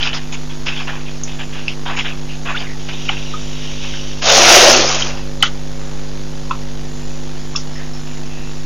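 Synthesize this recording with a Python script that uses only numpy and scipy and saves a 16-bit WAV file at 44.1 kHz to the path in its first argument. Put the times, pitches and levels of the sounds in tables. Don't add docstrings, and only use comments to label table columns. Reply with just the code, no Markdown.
import sys
import numpy as np
from scipy import signal
from scipy.fft import rfft, irfft, next_fast_len
from scipy.io import wavfile
from scipy.ndimage import uniform_filter1d, map_coordinates

SR = 44100
rng = np.random.default_rng(int(sys.argv[2]) if len(sys.argv) > 2 else 0)


def level_to_linear(level):
    exponent = np.asarray(level, float) / 20
    return 10 ** exponent


def store_wav(level_fs):
    pcm = np.round(np.clip(np.atleast_2d(level_fs), -1, 1) * 32767)
    wavfile.write(sys.argv[1], SR, pcm.T.astype(np.int16))


N = 381465
T = np.arange(N) / SR


def unit(x):
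    return x / np.sqrt(np.mean(x ** 2) + 1e-20)


def curves(rows):
    time_s, *columns = np.transpose(rows)
    return [np.interp(T, time_s, column, left=-120, right=-120) for column in columns]


def wobble(rate_hz):
    knots = rng.standard_normal(int(N * rate_hz / SR) + 4)
    return map_coordinates(knots, [T * rate_hz])


def bump(start_s, length_s):
    return np.cos(np.pi * np.clip((T - start_s) / length_s, -.5, .5)) ** 2


def filtered(x, response):
    size = next_fast_len(N + SR // 2)
    return irfft(rfft(x, size) * response(np.fft.rfftfreq(size, 1 / SR)), size)[..., :N]


def colour(points):
    hz, db = np.transpose(points)
    return lambda f: level_to_linear(np.interp(np.log(f + 1), np.log(hz), db, left=-120, right=-120))


def modes(rows):
    def response(f):
        total = 0
        for k, (hz, width_hz, db) in enumerate(rows):
            damping = 1j * f * width_hz
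            total = total + (-1) ** k * level_to_linear(db) * damping / (hz * hz - f * f + damping)
        return total
    return response


def rush(response, grain_db, patchy_db, count=6):
    grainy = rng.standard_normal(N) * level_to_linear(grain_db * wobble(300))
    z = signal.stft(grainy, nperseg=512)[2]
    patches = uniform_filter1d(rng.standard_normal(z.shape), size=4, axis=0)
    patches = uniform_filter1d(patches, size=count, axis=1)
    noise = signal.istft(z * level_to_linear(patchy_db * unit(patches)), nperseg=512)[1][:N]
    return unit(filtered(noise, response))


def hum():
    # (time [s], frequency [Hz])
    mains_hz = [(0, 49.878), (4, 49.870), (8.65, 49.852)]
    # (start [cycles], length [cycles], sign [+-1], level [dB])
    lobes = [
        (.0, .088, 1, -27),
        (.086, .15, -1, -21.5),
        (.22, .3, 1, -33),
    ]
    # (time [s], level [dB])
    load = [(0, -66), (1.3, -57), (2.1, -52.5), (4.2, -43.5), (5.4, -41.5), (7.7, -51), (8.65, -60)]
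    cycle = np.cumsum(curves(mains_hz)[0]) / SR - .027
    wave = np.zeros(N)
    for start, length, sign, db in lobes:
        def lobe(phase):
            return np.sin(np.pi * np.clip(phase / length, 0, 1) ** .7) ** 1.2
        u = (cycle - start) % 1
        wave += sign * level_to_linear(db) * (lobe(u) - lobe((u - .5) % 1))
    load_db, = curves(load)
    for order, db in (7, -53), (9, -32 + .35 * load_db), (11, load_db):
        wave += level_to_linear(db + 3) * np.cos(2 * np.pi * order * (cycle - .065))
    return wave * level_to_linear(-0.85 + 0.36 * wobble(3))


def buzz():
    # (place [cycles], sign [+-1], level [dB])
    sync = [(.156, -1, -35), (.177, 1, -36), (.654, -1, -35), (.676, 1, -35), (.748, 1, -21),
            (.758, 1, -24), (.767, -1, -33), (.825, -1, -30)]
    field = T * 50 % 1
    sway = level_to_linear(-39) * np.sin(2 * np.pi * (field - .04))
    sway = sway + level_to_linear(-44) * np.sin(4 * np.pi * (field + .03))
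    edges = sum(sign * level_to_linear(db) * np.exp(-((field - at) / 0.0031) ** 2) for at, sign, db in sync)
    whine = np.sin(2 * np.pi * 7084.7 * T) * (1 + .8 * np.cos(2 * np.pi * field))
    return sway + edges * level_to_linear(-1.2 + 1.2 * wobble(40)) + level_to_linear(-51.5 + 4.8 * wobble(5.5)) * whine


def noise_floor():
    # (frequency [Hz], density [dB per Hz])
    hiss_points = [(350, -16), (600, -3.5), (846, -2), (955, -7.5), (1700, -5.5), (2230, -6.5), (3250, -6),
                   (4100, -7), (6730, -5), (8750, -29.5), (14800, -120)]
    # (frequency [Hz], density [dB per Hz])
    murk_points = [(20, -4.5), (40, 4.5), (90, -10.5), (200, -9), (450, -13), (700, -17.5), (1100, -20.5),
                   (1500, -66)]
    hiss = rush(colour(hiss_points), grain_db=1.5, patchy_db=1.2)
    murk = rush(colour(murk_points), grain_db=-0.4, patchy_db=0.5)
    return level_to_linear(-38.5) * hiss + level_to_linear(-37) * murk


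def grit(depth_db):
    # (frequency [Hz], density [dB per Hz])
    grit_points = [(7400, -40), (7700, 0), (11000, 0), (12400, 2), (12800, 1), (12900, -60)]
    z = signal.stft(rng.standard_normal(N), nperseg=8192)[2]
    lines = unit(uniform_filter1d(rng.standard_normal(z.shape), size=2, axis=1))
    noise = signal.istft(z * level_to_linear(depth_db * np.minimum(lines, 2)), nperseg=8192)[1][:N]
    return unit(filtered(noise, colour(grit_points)))


def laps():
    # (time [s], peak level [dB], length [s])
    flicks = [(0.0, -9, 0.026), (0.047, -9.5, 0.048), (0.321, -15, 0.03), (0.682, -15, 0.032),
              (0.7178, -18, 0.039), (0.755, -19, 0.06), (0.7861, -17.5, 0.049), (1.4097, -27, 0.035),
              (1.52, -24, 0.023), (2.601, -16.5, 0.035), (2.88, -18, 0.045), (3.835, -23, 0.043),
              (5.089, -20, 0.035), (5.167, -20.5, 0.028), (5.207, -34.5, 0.031)]
    # (time [s], peak level [dB], length [s])
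    full_laps = [(0.022, -10, 0.025), (0.124, -14, 0.049), (0.1544, -17, 0.027), (0.492, -25.5, 0.043),
                 (0.6584, -8.5, 0.039), (1.3844, -18.5, 0.048), (1.9604, -14, 0.046), (1.9785, -8.5, 0.032),
                 (2.042, -10.5, 0.05), (2.548, -13.5, 0.051), (2.639, -18, 0.023), (3.1, -19, 0.05),
                 (3.16, -20, 0.044), (3.928, -20, 0.035)]
    # (time [s], peak level [dB], length [s])
    gulps = [(0.8707, -16.5, 0.043), (0.917, -25, 0.079), (1.545, -25, 0.068), (1.853, -17, 0.066),
             (1.888, -18.5, 0.071), (2.092, -24, 0.035), (2.4516, -16, 0.075), (2.481, -20, 0.059),
             (4.2155, -17, 0.03)]
    # (time [s], peak level [dB], length [s])
    sips = [(1.054, -26.5, 0.075), (1.2744, -19.5, 0.035), (1.309, -24, 0.04)]
    # (frequency [Hz], width [Hz], level [dB])
    water = [
        [(833, 420, 2), (1670, 530, 3)],
        [(2587, 530, 7), (3565, 620, 0)],
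        [(5000, 620, 16.5), (6580, 640, -9.5)],
    ]
    # (rows, low share dB, high share dB)
    strokes = [(flicks, -6, -10.5), (full_laps, -7, -21), (gulps, 0, -22), (sips, -22, -18)]
    powers, t = np.zeros((3, N + SR)), np.arange(SR // 2) / SR
    for rows, low_db, high_db in strokes:
        shares = level_to_linear(np.array([low_db, 0, high_db]))
        for start_s, db, length_s in rows:
            decay = np.exp(-(t / length_s) ** 2) + .15 * np.exp(-t / 0.1)
            shape = level_to_linear(db - 9) * decay * (1 - np.exp(-t / 0.0071))
            powers[:, round(start_s * SR):][:, :len(t)] += np.outer(shares, shape) ** 2
    return sum(np.sqrt(power[:N]) * rush(modes(band), grain_db=2.5, patchy_db=2.8)
               for power, band in zip(powers, water))


def trickles():
    # (time [s], length [s], frequency [Hz], width [Hz], level [dB])
    runs = [(.02, 0.065, 4970, 500, -28), (0.138, 0.053, 5000, 600, -27), (0.323, 0.037, 6700, 600, -32),
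            (0.659, 0.043, 5170, 500, -30.5), (1.532, 0.16, 2700, 400, -37), (1.96, 0.065, 6800, 400, -38),
            (1.963, 0.081, 5240, 500, -34.5), (2.284, 0.084, 2670, 400, -35), (2.58, .06, 4700, 400, -37),
            (2.675, 0.08, 1950, 120, -37), (5.799, 0.22, 1300, 700, -43.5), (7.754, .1, 1860, 400, -37),
            (7.72, .08, 5300, 120, -42), (7.93, .08, 5400, 100, -40), (8.062, 0.1, 2700, 500, -42.5),
            (8.297, 0.24, 2650, 90, -42)]
    out = np.zeros(N)
    for start_s, length_s, hz, width_hz, db in runs:
        u = np.arange(round(length_s * SR)) / (length_s * SR)
        band = signal.iirpeak(hz, hz / width_hz, SR)
        noise = unit(signal.lfilter(*band, rng.standard_normal(SR // 4)))
        out[round(start_s * SR):][:len(u)] += level_to_linear(db) * np.sqrt(np.sin(np.pi * u ** 0.51)) * noise[:len(u)]
    return out


def drops():
    # (time [s], peak level [dB], pitch [Hz], rise [share])
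    plinks = [(0.029, -4, 3140, 0.32), (.049, -16, 2600, 0.23), (.1315, -11, 3020, 0.25),
              (.685, -11, 2510, 0.61), (1.2365, -12, 6500, -0.089), (1.682, -2.5, 2650, 0.15),
              (1.682, -18, 5000, 0.01), (1.689, -13, 2710, -0.22), (1.996, -9, 2900, .2),
              (4.878, -8, 5000, 0.01), (5.0235, -4.5, 3100, 0.01), (2.669, -21, 2100, -.1),
              (3.94, -22, 1600, .05)]
    # (time [s], peak level [dB], pitch [Hz], ring T60 [s])
    splashes = [(3.087, -12, 2400, .02), (3.092, -5.5, 2950, 0.024), (3.095, -10.5, 2200, 0.019),
                (3.092, -14, 1380, 0.018), (3.098, -10.5, 820, 0.022), (3.094, -16, 1140, .02),
                (3.339, -17, 1244, .08), (5.4075, -20, 3800, .004), (5.4075, -22, 1100, .008),
                (5.4268, 9, 3020, .015), (5.436, -9, 3000, .06), (5.4244, -15, 2410, .02),
                (5.427, -3, 3600, 0.015), (5.427, -6, 4600, .006), (5.427, -9, 6000, .005),
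                (5.427, -10, 800, 0.027), (5.442, -11, 1400, 0.036), (5.427, 3, 2000, 0.013),
                (5.4339, 4.5, 1330, 0.01), (6.502, -22, 1010, 0.037), (6.5105, -11, 1300, 0.035),
                (6.512, -5, 1046, 0.023), (6.51, -19.5, 2620, .04), (6.512, -25, 3400, .02),
                (7.553, -12, 1200, 0.015), (7.558, -21.5, 2690, 0.06), (7.560, -17.5, 3450, 0.037),
                (7.5625, -7, 5450, 0.018), (7.567, -19, 5200, .035), (7.564, -22, 6800, .02)]
    # (time [s], peak level [dB], pitch [Hz], rise [share], ring T60 [s])
    gurgle = (2.547, -21.5, 1400, 1.55, 0.72)
    plink_t60_s, splash_rise = .015, .04
    bubbles = [row + (plink_t60_s,) for row in plinks]
    bubbles += [(start_s, db, hz, splash_rise, t60_s) for start_s, db, hz, t60_s in splashes]
    bubbles += [gurgle]
    spray_full_scale_db, spray_growth, spray_db_per_octave = -21, .75, 1.5
    out, t = np.zeros(N + SR), np.arange(SR // 4) / SR
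    echo = level_to_linear(-60 * t / 0.15) + level_to_linear(-17.5) * np.exp(-((t - .042) / 0.013) ** 2)
    for start_s, db, hz, rise, t60_s in bubbles:
        pitch_hz = hz * (1 + rise * np.clip(t / 0.032, 0, 1) ** 3)
        ring_db = -60 * t / t60_s + 2.1 * rise * np.sin(2 * np.pi * t / 0.035 + 1.4)
        ring = np.sin(2 * np.pi * np.cumsum(pitch_hz) / SR) * level_to_linear(ring_db)
        ring *= t < .038 + (rise < 1)
        band = signal.iirpeak(hz * (1 + rise / 2), 3.5, SR)
        white = rng.standard_normal(len(t))
        scatter = signal.lfilter(*band, signal.lfilter(*band, white)) + 0.08 * white
        spray_db = spray_full_scale_db + (spray_growth - 1) * db + spray_db_per_octave * np.log2(hz / 2500)
        spray = level_to_linear(spray_db) * echo * unit(scatter)
        attack = 1 - np.exp(-t * hz / 1.3)
        out[round(start_s * SR) - 40:][:len(t)] += level_to_linear(db + 2) * attack * (ring + spray)
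    return out[:N]


def supply():
    bursts = [(2, 2, 3), (11, 3, 2), (16, 2, 2), (22, 2, 2), (27, 2, 2), (32, 2, 4), (41, 2, 2), (46, 4, 2),
              (53, 3, 3), (61, 2, 2), (66, 2, 2), (72, 3, 2), (79, 2, 2), (86, 3, 2), (93, 7, 3),
              (104, 9, 2), (115, 3, 2), (122, 3, 3), (130, 2, 4), (139, 4, 3), (154, 3, 4), (168, 2, 3),
              (175, 10, 2), (188, 5, 2), (196, 2, 3), (204, 3, 2), (209, 2, 3)]
    # (time [s], length [s], level [dB])
    sag_rows = [(2.07, .08, -34), (4.413, 0.11, -30), (4.78, .08, -40), (5.978, .14, -28), (7.08, .12, -23),
                (8.588, 0.058, -30)]
    frame_s, clock_start_s, thump_db, thump_s = .04, .028, -21.5, .04
    sent_s = [clock_start_s + frame_s * (first + apart * k)
              for first, apart, count in bursts for k in range(count)]
    jumps = sum(level_to_linear(thump_db + .8 * rng.normal()) * bump(start_s, thump_s) for start_s in sent_s)
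    sags = sum(level_to_linear(db) * bump(start_s, length_s) for start_s, length_s, db in sag_rows)
    return jumps - sags + level_to_linear(-39) * wobble(10)


def inhale():
    # (time [s], level [dB])
    flow = [
        (2.8, -45),
        (2.918, -38),
        (3.056, -33),
        (3.294, -37),
        (3.46, -37.5),
        (3.836, -33.5),
        (4.22, -39.5),
    ]
    # (frequency [Hz], width [Hz], level [dB])
    nostril = [
        [(2900, 830, 8), (3850, 500, 4.5)],
        [(5740, 600, 7.5), (4470, 250, 3)],
    ]
    flow_db, = curves(flow)
    whistle_db = flow_db + -8 + 4.5 * (T - flow[0][0])
    return sum(level_to_linear(db + 1.5 + wobble(14)) * rush(modes(band), grain_db=1.5, patchy_db=1.8)
               for db, band in zip((flow_db, whistle_db), nostril))


def snort():
    # (time [s], effort [dB], nasal share [dB])
    blast = [
        (4.214, -55, -5),
        (4.219, -27, -6),
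        (4.262, -19, -.5),
        (4.3, -11, -3),
        (4.41, -12.5, -.5),
        (4.548, -6.3, -1.5),
        (4.8, -15.5, -2),
        (5.03, -25, -6.5),
        (5.3, -55, 5),
    ]
    # (frequency [Hz], density [dB per Hz])
    blow_points = [(88, -47.5), (150, -19.5), (173, -41.5), (250, -5), (275, -29), (343, 1), (464, -2.5),
                   (511, 3.5), (773, 1.5), (906, -4.5), (1850, -13), (2590, -9.5), (4180, -7.5),
                   (6020, -5.5), (6730, -10), (8750, -24.5), (14800, -120)]
    chest_hz, chest_db, chest_lag_s = 430, -7.5, .1
    spray_swing = 1.05
    blow = colour(blow_points)

    def over(f, hz):
        return 1 / (1 + (hz / (f + 1)) ** 6)

    parts = [lambda f: blow(f) * (1 - over(f, chest_hz)),
             lambda f: blow(f) * over(f, chest_hz) * (1 - over(f, 900)),
             lambda f: blow(f) * over(f, 996) * (1 - over(f, 3830)),
             lambda f: blow(f) * over(f, 3900) * (f < 7000)]
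    effort_db, nasal_db = curves(blast)
    nose_db = effort_db + nasal_db
    late_db = np.interp(T - chest_lag_s, T, nose_db)
    levels_db = np.minimum(nose_db, late_db) + chest_db, nose_db - 1.2, effort_db, spray_swing * effort_db
    depths_db = 1.3, 1.3, .8, .7
    flutter = wobble(45)
    return sum(level_to_linear(db + 1.5 + depth_db * flutter) * rush(part, grain_db=1.8, patchy_db=1.5, count=14)
               for db, part, depth_db in zip(levels_db, parts, depths_db))


def scene():
    air = laps() + trickles() + drops() + inhale() + snort()
    line = noise_floor() + hum() + buzz() + supply()
    return np.tile(air + line, (2, 1))


def band_limit(x):
    return signal.sosfilt(signal.butter(12, 15800, fs=SR, output="sos"), x)


def record(dry):
    link_hz = 7150
    x = dry / (1 + abs(dry / 1.3) ** 4) ** (1 / 4)
    x = filtered(x, lambda hz: 1 / (1 + (hz / link_hz) ** 120))
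    loud = np.sqrt(abs(uniform_filter1d(np.diff(x[0], prepend=0) ** 2, size=3000)))
    x = x + level_to_linear(-58) * grit(6.5) / (1 + (loud / level_to_linear(-27)) ** 4)
    surge_db, surge_from_db = -29.5, -2.6
    held = np.sqrt(abs(uniform_filter1d(loud ** 2, size=6000)))
    thin_tones = unit(filtered(grit(16), lambda hz: 1 / (1 + (hz / 10800) ** 10)))
    x = x + level_to_linear(surge_db) * thin_tones / (1 + (level_to_linear(surge_from_db) * held.max() / (held + 1e-9)) ** 14)
    x = x + np.array([[-.132], [-.161]])
    x = x + level_to_linear(-54.5) * np.outer([1, -1], wobble(70))
    return band_limit(np.clip(x, -.99, .99))


dry = scene()
out = record(dry)
store_wav(out)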